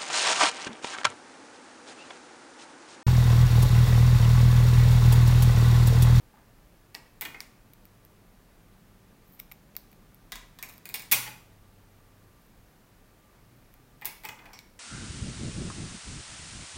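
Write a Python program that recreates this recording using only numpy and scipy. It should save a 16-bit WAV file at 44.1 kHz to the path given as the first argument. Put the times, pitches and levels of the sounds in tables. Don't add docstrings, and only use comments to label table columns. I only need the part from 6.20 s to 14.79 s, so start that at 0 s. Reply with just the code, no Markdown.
import sys
import numpy as np
from scipy import signal
from scipy.fft import rfft, irfft, next_fast_len
from scipy.io import wavfile

SR = 44100
rng = np.random.default_rng(int(sys.argv[2]) if len(sys.argv) > 2 else 0)


def master(y):
    cut = np.clip(np.atleast_2d(y).T, -1, 1)
    pcm = np.round(cut * 32767)
    wavfile.write(sys.argv[1], SR, pcm.astype(np.int16))


N = 378858
TIME = np.arange(N) / SR

# pitch in Hz, width in Hz, level in dB.
SPARKLE_MODES = [(9140, 1400, -14), (11630, 1600, 0.5), (12300, 1720, 2), (15350, 1500, -1.5)]
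# pitch in Hz, width in Hz, level in dB.
WIRE_MODES = [(11820, 1230, -2), (14600, 820, 3.5), (15200, 990, -23)]
# pitch in Hz, width in Hz, level in dB.
WOOD_MODES = [(255, 140, -7.5), (493, 100, -3.5), (716, 220, 1), (970, 510, 0), (1184, 110, 3.5),
              (1610, 330, -6)]


def from_db(db):
    return 10 ** (np.asarray(db) / 20)


def unit_energy(x):
    return x / np.sqrt(np.sum(x ** 2) + 1e-20)


def rms_one(x):
    return unit_energy(x) * np.sqrt(len(x))


def at_hz(rows, hz, column=1):
    table = np.array(rows)
    return np.interp(np.log(np.maximum(hz, 1)), np.log(table[:, 0]), table[:, column])


def add(track, start_s, sound):
    start = int(start_s * SR)
    track[start:start + len(sound)] += sound[:N - start]


def even_burst(envelope):
    half = np.sqrt(envelope)
    spectrum = rfft(rng.standard_normal(len(envelope)) * half)
    return half * irfft(spectrum / (np.abs(spectrum) + 1e-20), len(envelope))


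def rise_and_fade(t, rise_s, decay_s):
    return (1 - np.exp(-t / rise_s)) * np.exp(-t / decay_s)


def resonate(force, modes):
    out = 0
    for k, (hz, width, db) in enumerate(modes):
        r = np.exp(-np.pi * width / SR)
        poles = [1, -2 * r * np.cos(2 * np.pi * hz / SR), r * r]
        ringing = signal.lfilter([1, 0, -1], poles, force + 1e-18) * (1 - r * r) / 2
        out = out + (-1) ** k * from_db(db) * ringing
    return out


def contacts(hits, body, sparkle, *, impact_db, sparkle_db, body_db, knock_db, room_db,
             contact_s, body_rise_s, body_loss=0.68, detune=0.023, body_room_db=-9):
    # pitch in Hz, width in Hz, level in dB.
    snap_modes = [(2130, 880, 0.5), (3700, 730, 1.5), (5420, 1400, -1), (7280, 790, 3), (8170, 3500, -4)]
    direct, to_room = np.zeros(N), np.zeros(N)
    t = TIME[:SR // 8]
    impact = from_db(impact_db) * (t == 0)

    def strike(force, modes, db):
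        return np.sqrt(.004 * SR) * from_db(db) * unit_energy(resonate(force, modes))

    for start_s, db, hardness_db in hits:
        decay_s = contact_s * from_db(-0.32 * max(hardness_db, 0))
        burst = impact + unit_energy(even_burst(rise_and_fade(t, .0001, decay_s)))
        slow_curve = rise_and_fade(t, body_rise_s, decay_s + body_rise_s)
        push = impact / 2 + unit_energy(even_burst(slow_curve))
        shifted = np.array(snap_modes) * [np.exp(0.0114 * rng.standard_normal()), 1, 1]
        held = np.array(body) + np.outer(rng.standard_normal(len(body)), [0, 0, 3.5])
        held *= [np.exp(detune * rng.standard_normal()), 1, 1]
        snap = strike(burst, shifted, db)
        shine = strike(burst, sparkle, db + sparkle_db + 0.34 * hardness_db)
        ringing = strike(push, held, db + body_db - body_loss * hardness_db)
        knock = strike(push, WOOD_MODES, db + knock_db - 0.63 * hardness_db)
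        clack = snap + shine + knock
        add(direct, start_s, clack + ringing)
        add(to_room, start_s, from_db(room_db) * (clack + from_db(body_room_db) * ringing))
    return np.array([direct, to_room])


def rubbing(strokes, modes, grains_per_s, spread_db):
    grains = (rng.random(N) < grains_per_s / SR) * rng.standard_normal(N)
    grains *= from_db(spread_db * rng.standard_normal(N))
    pressure = np.zeros(N)
    for start_s, end_s, db in strokes:
        progress = np.clip((TIME - start_s) / (end_s - start_s), 0, 1)
        pressure += from_db(db) * np.sin(np.pi * progress)
    return pressure * rms_one(resonate(grains, modes))


def background(hum_width_hz=4):
    # pitch in Hz, relative level in dB.
    air_shape = [(15, -31.5), (24, 5.5), (37, 2.5), (52, 0), (78, -11.5), (115, -7), (185, -5.5),
                 (310, -10.5), (600, -14.5), (1200, -19.5), (1800, -21), (3200, -27), (8000, -31.5),
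                 (16000, -29.5)]
    # pitch in Hz, level in dB.
    hums = [(100, -68), (122, -71), (1184, -77.5)]
    size = next_fast_len(N)
    colour = from_db(at_hz(air_shape, np.arange(size // 2 + 1) * SR / size))
    air = irfft(rfft(rng.standard_normal(size)) * colour, size)[:N]
    out = from_db(-58) * rms_one(air)
    for hz, db in hums:
        hum = resonate(rng.standard_normal(N + SR), [(hz, hum_width_hz, 0)])[SR:]
        out += from_db(db) * rms_one(hum)
    return out


def drone():
    # time in seconds, level in dB.
    swell = [(0, -83), (2.1, -67.5), (4.2, -65), (5.0, -61.5), (5.6, -84), (8.6, -74.5)]
    # pitch in Hz, width in Hz, level in dB.
    tone = [(173, 72, 0)]
    times, levels = np.transpose(swell)
    band = resonate(resonate(rng.standard_normal(N), tone), tone)
    return from_db(np.interp(TIME, times, levels)) * rms_one(band)


def scuffs():
    # start in seconds, end in seconds, level in dB.
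    strokes = [(.12, .22, -63), (7.09, 7.24, -71), (8.13, 8.36, -58)]
    return rubbing(strokes, WOOD_MODES, grains_per_s=680, spread_db=-1.5)


def bottle_nudges(hz=865, detune=0.019, room_db=-9):
    # start in seconds, level in dB.
    nudges = [(.139, -51.5), (.168, -58), (7.845, -41), (8.046, -39), (8.274, -52), (8.289, -51.5)]
    out, t = np.zeros(N), TIME[:SR // 8]
    swing = rise_and_fade(t, rise_s=0.0045, decay_s=0.0048)
    for start_s, db in nudges:
        pitch = hz * np.exp(detune * rng.standard_normal())
        add(out, start_s, from_db(db) * swing / swing.max() * np.sin(2 * np.pi * pitch * t))
    return np.array([out, from_db(room_db) * out])


def bottle_knocks():
    # start in seconds, strength in dB, hardness in dB.
    knocks = [ (.7455, -52, -3.5), (1.0107, -39, 18), (1.0145, -42.5, 5), (1.0207, -41.5, 4),
              (1.0513, -43.5, 2), (1.054, -51.5, -13), (1.144, -61.5, -23.5), (5.064, -55.5, -13),
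              (5.076, -53, -11), (7.814, -57, 11), (7.820, -56.5, -13.5), (7.848, -46, 11),
              (7.862, -63, -5), (8.0363, -52.5, 0), (8.045, -55, -4), (8.051, -42, 1), (8.088, -45, -2.5),
              (8.189, -70, -19.5), (8.2563, -60.5, -6), (8.262, -74, -23)]
    # pitch in Hz, width in Hz, level in dB.
    body = [(853, 26, 5), (1850, 140, -1.5), (2084, 59, 8), (2374, 155, 2.5), (2497, 46, 7.5),
            (2896, 79, 0.5), (3370, 190, -6.5), (4400, 660, -13)]
    sparkle = [(11300, 3200, -14), (13200, 2000, 1.5), (14900, 1000, 5)]
    return contacts(knocks, body, sparkle, impact_db=-0.5, sparkle_db=2, body_db=8.5, knock_db=-0.5,
                    room_db=-3, contact_s=0.00033, body_rise_s=0.003, body_room_db=-7.5)


def thin_plastic():
    # start in seconds, strength in dB, hardness in dB.
    pops = [(.7498, -46, -3.5), (1.205, -43.5, 0), (3.5659, -57, 3), (8.3902, -53, 0)]
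    # pitch in Hz, width in Hz, level in dB.
    film = [(2350, 140, -3), (4200, 940, -4.5), (5300, 1000, 0), (6220, 1300, -7.5)]
    return contacts(pops, film, SPARKLE_MODES, impact_db=12.5, sparkle_db=-0.5, body_db=7, knock_db=-7,
                    room_db=-5, contact_s=0.00037, body_rise_s=0.00012, body_room_db=-14.5)


def wires():
    # start in seconds, strength in dB, hardness in dB.
    ticks = [ (1.5349, -61.5, 7), (1.654, -62.5, 8), (1.8501, -65.5, 16), (3.1925, -62, 0),
             (3.1955, -57, 4), (3.1997, -47.5, 7.5), (3.3152, -56, -8.5), (3.3208, -53, 6),
             (3.5527, -63, -6), (3.5657, -43.5, 12), (3.7155, -70.5, 10), (3.729, -66, 0),
             (3.9456, -67, 18), (4.5381, -64, 1), (4.5745, -73, 4), (4.58, -60, 5), (7.5402, -64.5, 5)]
    # pitch in Hz, width in Hz, level in dB.
    holder = [(1100, 90, -12), (2270, 320, 0.5)]
    return contacts(ticks, holder, WIRE_MODES, impact_db=-2, sparkle_db=8, body_db=4.5, knock_db=-5.5,
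                    room_db=-13, contact_s=0.00104, body_rise_s=0.00037)


def cloth():
    # start in seconds, end in seconds, level in dB.
    strokes = [(3.03, 3.21, -67), (3.12, 3.17, -67), (4.47, 4.60, -66), (6.15, 6.32, -76),
               (7.30, 7.46, -76)]
    return rubbing(strokes, WIRE_MODES, grains_per_s=2500, spread_db=6)


def cap():
    # start in seconds, strength in dB, hardness in dB.
    taps = [(4.1203, -38, 4), (4.1255, -48, -1.5), (4.1563, -43, 5), (4.3878, -48.5, 4.5)]
    # pitch in Hz, width in Hz, level in dB.
    body = [(1010, 120, 3), (1680, 51, -1.5), (1800, 50, 0.5), (1985, 55, 2.5), (2752, 96, -9.5),
            (3450, 90, 2), (3620, 90, -1), (3834, 86, 4), (4600, 220, -3), (4990, 260, -3.5),
            (6700, 300, -7)]
    return contacts(taps, body, SPARKLE_MODES, impact_db=-1, sparkle_db=-3.5, body_db=6, knock_db=-6,
                    room_db=-5, contact_s=0.0024, body_rise_s=0.00134, body_room_db=-2.5, detune=0.0058)


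def table_bumps(rise_s=0.014):
    # start in seconds, pitch in Hz, seconds to fade by 60 dB, strength in dB.
    bumps = [(4.122, 35.2, 0.65, -44.5), (4.928, 121.5, 0.95, -43.5)]
    out = np.zeros(N)
    for start_s, hz, fade_s, db in bumps:
        swing = rise_and_fade(TIME, rise_s, fade_s / np.log(1000))
        add(out, start_s, from_db(db) * swing * np.sin(2 * np.pi * hz * TIME))
    return out


def plastic_ring():
    # start in seconds, strength in dB, hardness in dB.
    clicks = [(4.4268, -39.5, 7.5), (4.4305, -53.5, -17.5), (4.489, -52, 4), (4.4955, -53, 1),
              (4.4995, -61.5, -14.5), (4.6554, -44, 3.5), (4.6903, -46.5, 16.5), (4.695, -57, -16),
              (4.7411, -34.5, 6.5), (4.7445, -37, 9), (4.757, -42, 2), (4.7958, -45, 2.5),
              (4.8215, -49.5, 2)]
    landing = [(4.9139, -32.5, -1), (4.918, -23.5, 5), (4.922, -20, 9.5), (4.924, -24.5, 5.5),
               (4.9268, -22.5, 2), (4.9305, -31.5, -12)]
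    # pitch in Hz, width in Hz, level in dB.
    body = [(1810, 74, -21), (2217, 34, 1), (2335, 60, -6.5), (2464, 25, 4.5), (2790, 71, -11),
            (3400, 240, -19)]
    handled = contacts(clicks, body, SPARKLE_MODES, impact_db=-1, sparkle_db=1.5, body_db=2.5,
                       knock_db=-6.5, room_db=-3, contact_s=0.0011, body_rise_s=0.0021,
                       body_loss=0.36, body_room_db=-13, detune=.002)
    landed = contacts(landing, body, SPARKLE_MODES, impact_db=-8, sparkle_db=4, body_db=0,
                      knock_db=-10.5, room_db=-4, contact_s=0.002, body_rise_s=0.001475,
                      body_room_db=-12.5, detune=.002)
    return handled + landed


def lingering_hum(hz=99):
    # time in seconds, level in dB.
    swell = [(5.08, -110), (5.2, -59.5), (5.601, -57), (6.12, -60.5), (6.3, -110)]
    times, levels = np.transpose(swell)
    return from_db(np.interp(TIME, times, levels)) * np.sin(2 * np.pi * hz * TIME)


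def small_piece():
    # start in seconds, strength in dB, hardness in dB.
    taps = [(7.8543, -38, 19), (7.857, -42, 1.5), (8.3315, -55.5, -12.5)]
    # pitch in Hz, width in Hz, level in dB.
    body = [(1770, 140, -1.5), (2180, 120, 5.5), (4500, 840, -8), (5520, 330, 1), (6500, 280, -16),
            (7400, 270, -10)]
    return contacts(taps, body, SPARKLE_MODES, impact_db=-25, sparkle_db=5, body_db=0, knock_db=-1.5,
                    room_db=-3, contact_s=0.0032, body_rise_s=0.0017, body_room_db=4)


def room(sound, early_db=-2, early_s=0.014, near_s=0.0025, wall_s=0.0055):
    # pitch in Hz, seconds to fade by 60 dB, level in dB.
    tail_shape = [(150, 0.51, 13.5), (687, 0.43, 4.5), (2205, 0.46, 4.5), (5140, 0.45, 1), (10300, 0.37, 0),
                  (16300, 0.38, -10.5)]
    t, tail = TIME[:SR], np.zeros(SR)
    edges_hz = np.geomspace(80, 18000, 13)
    for low, high in zip(edges_hz, edges_hz[1:]):
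        hz = np.sqrt(low * high)
        dying = even_burst(np.exp(-np.log(1000) * t / at_hz(tail_shape, hz)) * (t > wall_s))
        band = signal.sosfilt(signal.butter(2, [low, high], "band", fs=SR, output="sos"), dying)
        gain = np.sqrt(2 * (high - low) / SR) * from_db(at_hz(tail_shape, hz, column=2))
        tail += gain * unit_energy(band)
    early = unit_energy(even_burst(np.exp(-t / early_s) * (t > near_s)))
    return signal.fftconvolve(sound, tail + from_db(early_db) * early)[:N]


def scene():
    direct, to_room = (plastic_ring() + bottle_knocks() + bottle_nudges() + cap()
                       + small_piece() + thin_plastic() + wires())
    rubs = cloth() + scuffs()
    echoes = room(to_room + from_db(-7.5) * rubs)
    return (direct + rubs + echoes + table_bumps() + lingering_hum() + drone() + background())[None]


def record(dry, ceiling=0.39, cutoff_hz=15850):
    rounded = ceiling * np.tanh(dry / ceiling)
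    return signal.sosfilt(signal.ellip(10, .2, 80, cutoff_hz, fs=SR, output="sos"), rounded)


dry = scene()
out = record(dry)
master(out)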